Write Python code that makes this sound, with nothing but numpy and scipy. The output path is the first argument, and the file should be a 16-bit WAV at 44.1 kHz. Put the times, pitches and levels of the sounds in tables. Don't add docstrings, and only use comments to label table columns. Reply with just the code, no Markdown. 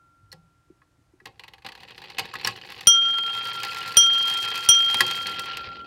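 import sys
import numpy as np
from scipy import signal
from scipy.fft import rfft, irfft
from scipy.io import wavfile
from scipy.ndimage import uniform_filter1d

SR = 44100
rng = np.random.default_rng(int(sys.argv[2]) if len(sys.argv) > 2 else 0)


def transcribe(u):
    v = np.clip(np.atleast_2d(u).T, -1, 1)
    q = np.round(v * 32767).astype(np.int16)
    wavfile.write(sys.argv[1], SR, q)


N = 258623
T = np.arange(N) / SR

# t/s, strength/dB, extra level of the twin modes/dB, factor on the ring time
HAMMER_BLOWS = [(2.8709, 0, .5, .93), (3.9694, -.2, -.5, 1.03), (4.6886, -.3, -1, .9)]
# t/s, rattle/dB, treble scrape/dB
GEAR_RUN = [(1.3, -79, -89), (1.43, -70, -91), (1.67, -88, -96), (1.81, -56, -75), (2.33, -48.5, -71),
            (2.49, -41.5, -58), (2.59, -48, -66), (3.17, -47.5, -59), (3.33, -41.5, -53),
            (3.79, -37.5, -50), (4.08, -42.5, -48.5), (4.51, -36.5, -44), (4.75, -41.5, -47.5),
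            (5.12, -37.5, -46), (5.43, -41, -58), (5.58, -41, -72), (5.73, -49, -80), (5.86, -58, -80)]
# t/s, clack/dB, tick/dB, ring/dB, centre of the
# ring/Hz
LEVER_DROPS = [(0.317, -60, -53, -35, 4280), (0.325, -53, -49, -40.5, 1840), (0.326, -66, -48, -34, 4270),
               (0.327, -59, -62, -46, 518), (0.817, -70, -86, -48, 1450), (1.201, -69, -72, -44.5, 1830),
               (1.255, -38.5, -45, -40.5, 1880), (1.269, -47, -55, -44, 1090), (1.646, -37, -56, -39, 2800),
               (2.183, -26, -30.5, -14, 2750), (2.192, -26, -28.5, -28, 820), (2.337, -40, -41, -24, 1350),
               (2.353, -33, -45, -25.5, 1850), (2.447, -23.5, -34, -10, 5600),
               (2.461, -35.5, -37, -37, 1110), (2.471, -28, -22.5, -17, 1680), (2.484, -49, -52, -28, 1140),
               (4.942, -24, -28, -9.5, 9700), (5.005, -20, -17, -6.5, 1840), (5.016, -35, -35, -30, 365),
               (5.268, -41, -32, -17.5, 3840)]


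def amp(db):
    return 10 ** (np.asarray(db) / 20)


def unit(x):
    return x / np.sqrt(np.mean(x ** 2) + 1e-20)


def spectrum_db(points, hz):
    f, db = np.transpose(points)
    return np.interp(np.log(hz + 1), np.log(f + 1), db)


def add(mix, s, sound):
    part = mix[max(round(s * SR), 0):][:len(sound)]
    part += sound[:len(part)]


def mode(t, hz, db, t60):
    return amp(db - 60 * t / t60) * np.sin(2 * np.pi * hz * t)


def through_frame(x, lo_hz, hi_hz, size=8192):
    # f/Hz, level/dB
    colour = [(30, -29.5), (60, -7.5), (110, -4.5), (260, -10), (520, -4), (630, -17.5), (830, 2.5),
              (1280, -5.5), (1650, 0), (2700, 2.5), (4500, -1.5), (5500, -6.5), (8000, -14.5),
              (16000, -20.5)]
    # f/Hz, width/Hz, lift/dB
    resonances = [(119, 25, 4), (190, 30, 4), (364, 50, 4), (495, 80, 3), (792, 60, 6), (1075, 120, 5),
                  (1690, 130, 4), (1950, 150, 4), (2570, 140, 5), (2900, 150, 3), (4230, 250, 4),
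                  (4650, 200, 3), (7400, 300, 3), (8500, 250, 3), (9300, 300, 4), (11450, 700, 6),
                  (14500, 800, 3)]
    hz = abs(np.fft.fftfreq(size, 1 / SR)) + 1
    peaks_db = sum(lift / (1 + (2 * (hz - f) / width) ** 2) for f, width, lift in resonances)
    roll_off = np.sqrt((1 + (lo_hz / hz) ** 8) * (1 + (hz / hi_hz) ** 16))
    gain = amp(spectrum_db(colour, hz) + peaks_db) / roll_off
    log_gain = np.log(np.maximum(gain, 1e-5))
    minimum_phase = np.exp(np.conj(signal.hilbert(log_gain)))
    taps = np.fft.ifft(minimum_phase).real[:size // 2]
    return signal.oaconvolve(x, taps / np.linalg.norm(taps))[:N]


def bursts(times, levels_db, rise_s, t60):
    power, t = np.zeros(N), T[:SR // 3]
    swell = np.minimum(t / rise_s, 1)
    fall_db = 60 * np.maximum(t - rise_s, 0) / t60
    for s, db in zip(times, levels_db):
        add(power, s, (swell * amp(db - fall_db)) ** 2)
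    return np.sqrt(power) * rng.standard_normal(N)


def chatter(per_s, spread_db, t60):
    sizes = amp(spread_db * np.minimum(rng.exponential(1, N), 3))
    catches = sizes * (rng.random(N) < per_s / SR)
    power = signal.lfilter([1], [1, -amp(-120 / (t60 * SR))], catches ** 2)
    local_mean = abs(uniform_filter1d(power, size=6000)) + 1e-9
    return np.sqrt(power / local_mean) * rng.standard_normal(N)


def click(s, clack_db, tick_db, rise_s, clack_t60, tick_t60):
    clack = through_frame(bursts(s, clack_db, rise_s, clack_t60), 640, 4900)
    return clack + through_frame(bursts(s, tick_db, rise_s, tick_t60), 4800, 26000)


def room_tone(level_db=-64.5):
    # f/Hz, relative level/dB
    colour = [(15, -40), (30, -4.5), (60, -0.5), (130, -1.5), (220, -20.5), (300, -8.5), (400, -21.5),
              (1200, -22), (3000, -30), (9000, -35), (16000, -47)]
    gain = amp(spectrum_db(colour, np.fft.rfftfreq(N, 1 / SR)))
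    return amp(level_db) * unit(irfft(rfft(rng.standard_normal(N)) * gain, N))


def walls(x, wet_db=-16, t60=0.17, dull_hz=4000, delay_s=0.004):
    t = T[:SR // 2]
    tail = rng.standard_normal(len(t)) * amp(-60 * t / t60) * (t > delay_s)
    tail = signal.sosfilt(signal.butter(1, dull_hz, fs=SR, output="sos"), tail)
    return x + amp(wet_db) * signal.oaconvolve(x, tail / np.linalg.norm(tail))[:N]


def handling(start_s=4.95, rise_s=0.077, level_db=-52.5, band_hz=(45, 550)):
    band = signal.butter(3, band_hz, "bandpass", fs=SR, output="sos")
    rustle = unit(signal.sosfilt(band, rng.standard_normal(N)))
    return amp(level_db) * np.clip((T - start_s) / rise_s, 0, 1) * rustle


def bumps(rise_s=0.0077, side_ratios=(0.55, 1.1), side_db=-8):
    # t/s, f/Hz, level/dB, t60/s
    pushes = [(0.225, 102, -52, 0.53), (0.333, 162, -52, 0.56), (0.701, 335, -33.5, 0.037),
              (0.986, 277, -52, 0.052), (1.136, 324, -39, 0.033), (1.215, 380, -47.5, 0.068),
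              (5.673, 84, -35.5, 0.099)]
    out, t = np.zeros(N), T[:SR // 4]
    for s, hz, db, t60 in pushes:
        body = mode(t, hz, 0, t60) + sum(mode(t, hz * ratio, side_db, t60) for ratio in side_ratios)
        add(out, s, amp(db) * np.minimum(t / rise_s, 1) * body)
    return out


def gears(full_run_db=-40, rumble_db=-50.5, rumble_follows=0.51, rattle_db=1, scrape_db=4, whirr_db=-10):
    s, *columns = np.transpose(GEAR_RUN)
    run_db, friction_db = (np.interp(T, s, db, left=-120) for db in columns)
    drive_db = run_db - full_run_db
    speed = np.minimum(amp(drive_db), 1)
    teeth = chatter(per_s=70 + 100 * speed, spread_db=1.0, t60=0.024)
    whirr = rng.standard_normal(N)
    pivots = chatter(per_s=190, spread_db=4.5, t60=0.03)
    rumble = through_frame(amp(rumble_db + rumble_follows * drive_db) * unit(teeth + whirr), 68, 750)
    rattle = through_frame(amp(run_db + rattle_db) * (teeth + amp(whirr_db) * whirr), 838, 5200)
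    scrape = through_frame(amp(friction_db + scrape_db) * pivots, 4390, 24000)
    return rumble + rattle + scrape


def wheel_clinks(per_mode_per_s=14, lift_db=0.5, spread_db=3.5, ring_cycles=90, detune=0.035):
    # f/Hz, relative level/dB
    wheel_modes = [(1950, -12), (2570, 1), (2900, 6), (4090, -1), (4500, 1.5), (7400, -9), (11450, -16)]
    s, rattle_db, _ = np.transpose(GEAR_RUN)
    out = np.zeros(N)
    for hz, db in wheel_modes:
        for when, softness, pitch in rng.random((round(per_mode_per_s * T[-1]), 3)):
            start_s = when * T[-1]
            clink_hz = hz * (1 + detune * (2 * pitch - 1))
            run_db = np.interp(start_s, s, rattle_db, left=-120)
            peak_db = run_db + lift_db + db - spread_db * np.log(softness + 0.046)
            add(out, start_s, mode(T[:SR // 10], clink_hz, peak_db, ring_cycles / clink_hz))
    return out


def ratchet(clack_db=-3, tick_db=-16, thump_db=-17):
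    # t/s, level/dB
    slips = [(1.394, -35), (1.4356, -35.5), (1.479, -36.5), (1.5346, -37.5), (1.5808, -47), (1.6203, -48),
             (1.6628, -27), (1.6863, -32), (1.719, -35.5), (1.7504, -35.5), (1.775, -43), (1.8023, -40.5),
             (1.831, -36), (1.8833, -41), (1.9056, -38.5), (1.9781, -34.5), (2.0165, -35.5),
             (2.0385, -36.5), (2.0995, -32.5), (2.253, -31.5), (2.4104, -32.5)]
    s, db = np.transpose(slips)
    thump = through_frame(bursts(s, db + thump_db, rise_s=0.002, t60=0.15), 170, 1110)
    return thump + click(s, db + clack_db, db + tick_db, rise_s=0.002, clack_t60=0.04, tick_t60=0.038)


def pins(clack_db=-10, clack_follows=0.54, tick_db=3):
    # t/s, level/dB
    catches = [(2.7014, -46.5), (2.721, -45), (2.8086, -42), (3.1397, -46.5), (3.1834, -38), (3.4535, -40),
               (3.6322, -34), (3.6484, -36), (4.2802, -31), (4.2988, -32), (5.1104, -30), (5.394, -31),
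               (5.4573, -43.5), (5.5706, -35)]
    s, db = np.transpose(catches)
    return click(s, clack_db + clack_follows * db, db + tick_db,
                 rise_s=0.00033, clack_t60=0.042, tick_t60=0.028)


def levers(clack_db=1.5, tick_db=2.5, thump_db=-21, thump_follows=0.72, boom_db=-7):
    s, clack, tick, _, _ = np.transpose(LEVER_DROPS)
    push_db = thump_db + thump_follows * clack
    thump = bursts(s, push_db, rise_s=0.00067, t60=0.21)
    boom = bursts(s, push_db + boom_db, rise_s=0.0047, t60=0.37)
    clicks = click(s, clack + clack_db, tick + tick_db, rise_s=0.0027, clack_t60=0.06, tick_t60=0.027)
    return through_frame(thump + boom, 59, 784) + clicks


def lever_rings(ring_cycles=79, fall_db_per_octave=22, rise_s=0.0017):
    # f/Hz, relative level/dB
    iron_modes = [(365, -1), (518, -5), (795, -4.5), (1090, 2), (1250, -3.5), (1696, 0.5), (1930, 2),
                  (2570, -3.5), (2900, -7), (4280, 3.5), (5520, 2.5), (9700, -3.5)]
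    out, t = np.zeros(N), T[:SR // 3]
    for s, _, _, ring_db, centre_hz in LEVER_DROPS:
        ring = sum(mode(t, hz, db - fall_db_per_octave * abs(np.log2(hz / centre_hz)), ring_cycles / hz)
                   for hz, db in iron_modes)
        add(out, s, amp(ring_db) * np.minimum(t / rise_s, 1) * ring)
    return out


def hammer(thump_db=-29, crack_db=-24.5, tick_db=-22, rise_s=0.00011):
    s, strength_db, _, _ = np.transpose(HAMMER_BLOWS)
    thump = through_frame(bursts(s, strength_db + thump_db, rise_s, t60=0.015), 90, 680)
    crack = through_frame(bursts(s, strength_db + crack_db, rise_s, t60=0.032), 580, 6980)
    tick = through_frame(bursts(s, strength_db + tick_db, rise_s, t60=0.037), 5000, 18000)
    return thump + crack + tick


def glass_bell(lingering_db=-62.5, lingering_t60=3.3):
    # f/Hz, twin f/Hz
    pitches = [(1373.1, 1363.3), (3207.4, 3182), (5831.5, 5827.6), (9180, 9168), (13180, 13172),
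               (14850, 14820), (15590, 15560)]
    # level/dB, t60/s, relative twin/dB, twin t60/s, relative attack/dB, attack t60/s
    decays = [(-36.5, 20.2, -3.5, 9.6, -4, 0.66), (-16.5, 1.902, -19.5, 1.95, -6, 0.34),
              (-18, 0.33, 1, 0.33, -9.5, 0.017), (-16.5, 0.12, -6.5, 0.14, -17, 0.015),
              (-33, 0.15, -7, .15, -19.5, 0.022), (-44, 0.068, -8.5, .09, -15.5, .02),
              (-51, .09, -7.5, .09, -11, 0.018)]
    # f/Hz, level/dB, t60/s
    clang_modes = [(4070, -38.5, .05), (6740, -37, 0.07), (9620, -47.5, .08), (11700, -42, 0.054),
                   (12240, -41, 0.04)]
    out = mode(T, pitches[0][0], lingering_db, lingering_t60)
    ends = [blow[0] for blow in HAMMER_BLOWS[1:]] + [T[-1] + 1]
    for (s, strength_db, lean_db, sustain), end in zip(HAMMER_BLOWS, ends):
        t = T[:round((end - s) * SR)]
        ring = sum(mode(t, hz, db, t60) for hz, db, t60 in clang_modes)
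        for (hz, twin_hz), (db, t60, twin_db, twin_t60, attack_db, attack_t60) in zip(pitches, decays):
            twin = mode(t, twin_hz, twin_db + lean_db, twin_t60 * sustain)
            pair = mode(t, hz, 0, t60 * sustain) + twin
            ring += amp(db) * pair * (1 + amp(attack_db - 60 * t / attack_t60))
        onset = np.clip(t / 0.0004, 0, 1)
        stop = np.clip((t[-1] - t) / 0.001, 0, 1)
        add(out, s, amp(strength_db) * onset * stop * ring)
    return out


def scene():
    # t/s, bell gain/dB
    swing = [(5.0, 5), (5.45, 5.5), (5.86, 1.5)]
    nearness = amp(np.interp(T, *np.transpose(swing)))
    works = hammer() + levers() + ratchet() + pins() + gears() + wheel_clinks() + bumps()
    return (nearness * glass_bell() + lever_rings() + walls(works) + handling() + room_tone())[None]


def record(dry, low_cut_hz=42, high_cut_hz=16000, knee=0.66, ceiling=0.672):
    x = signal.sosfilt(signal.butter(2, low_cut_hz, "highpass", fs=SR, output="sos"), dry)
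    headroom = ceiling - knee
    excess = np.maximum(abs(x) - knee, 0)
    rounded = np.clip(x, -knee, knee) + np.sign(x) * headroom * np.tanh(excess / headroom)
    lowpass = signal.firwin(255, high_cut_hz, window=("kaiser", 9), fs=SR)
    return signal.oaconvolve(rounded, lowpass[None], "same")


dry = scene()
out = record(dry)
transcribe(out)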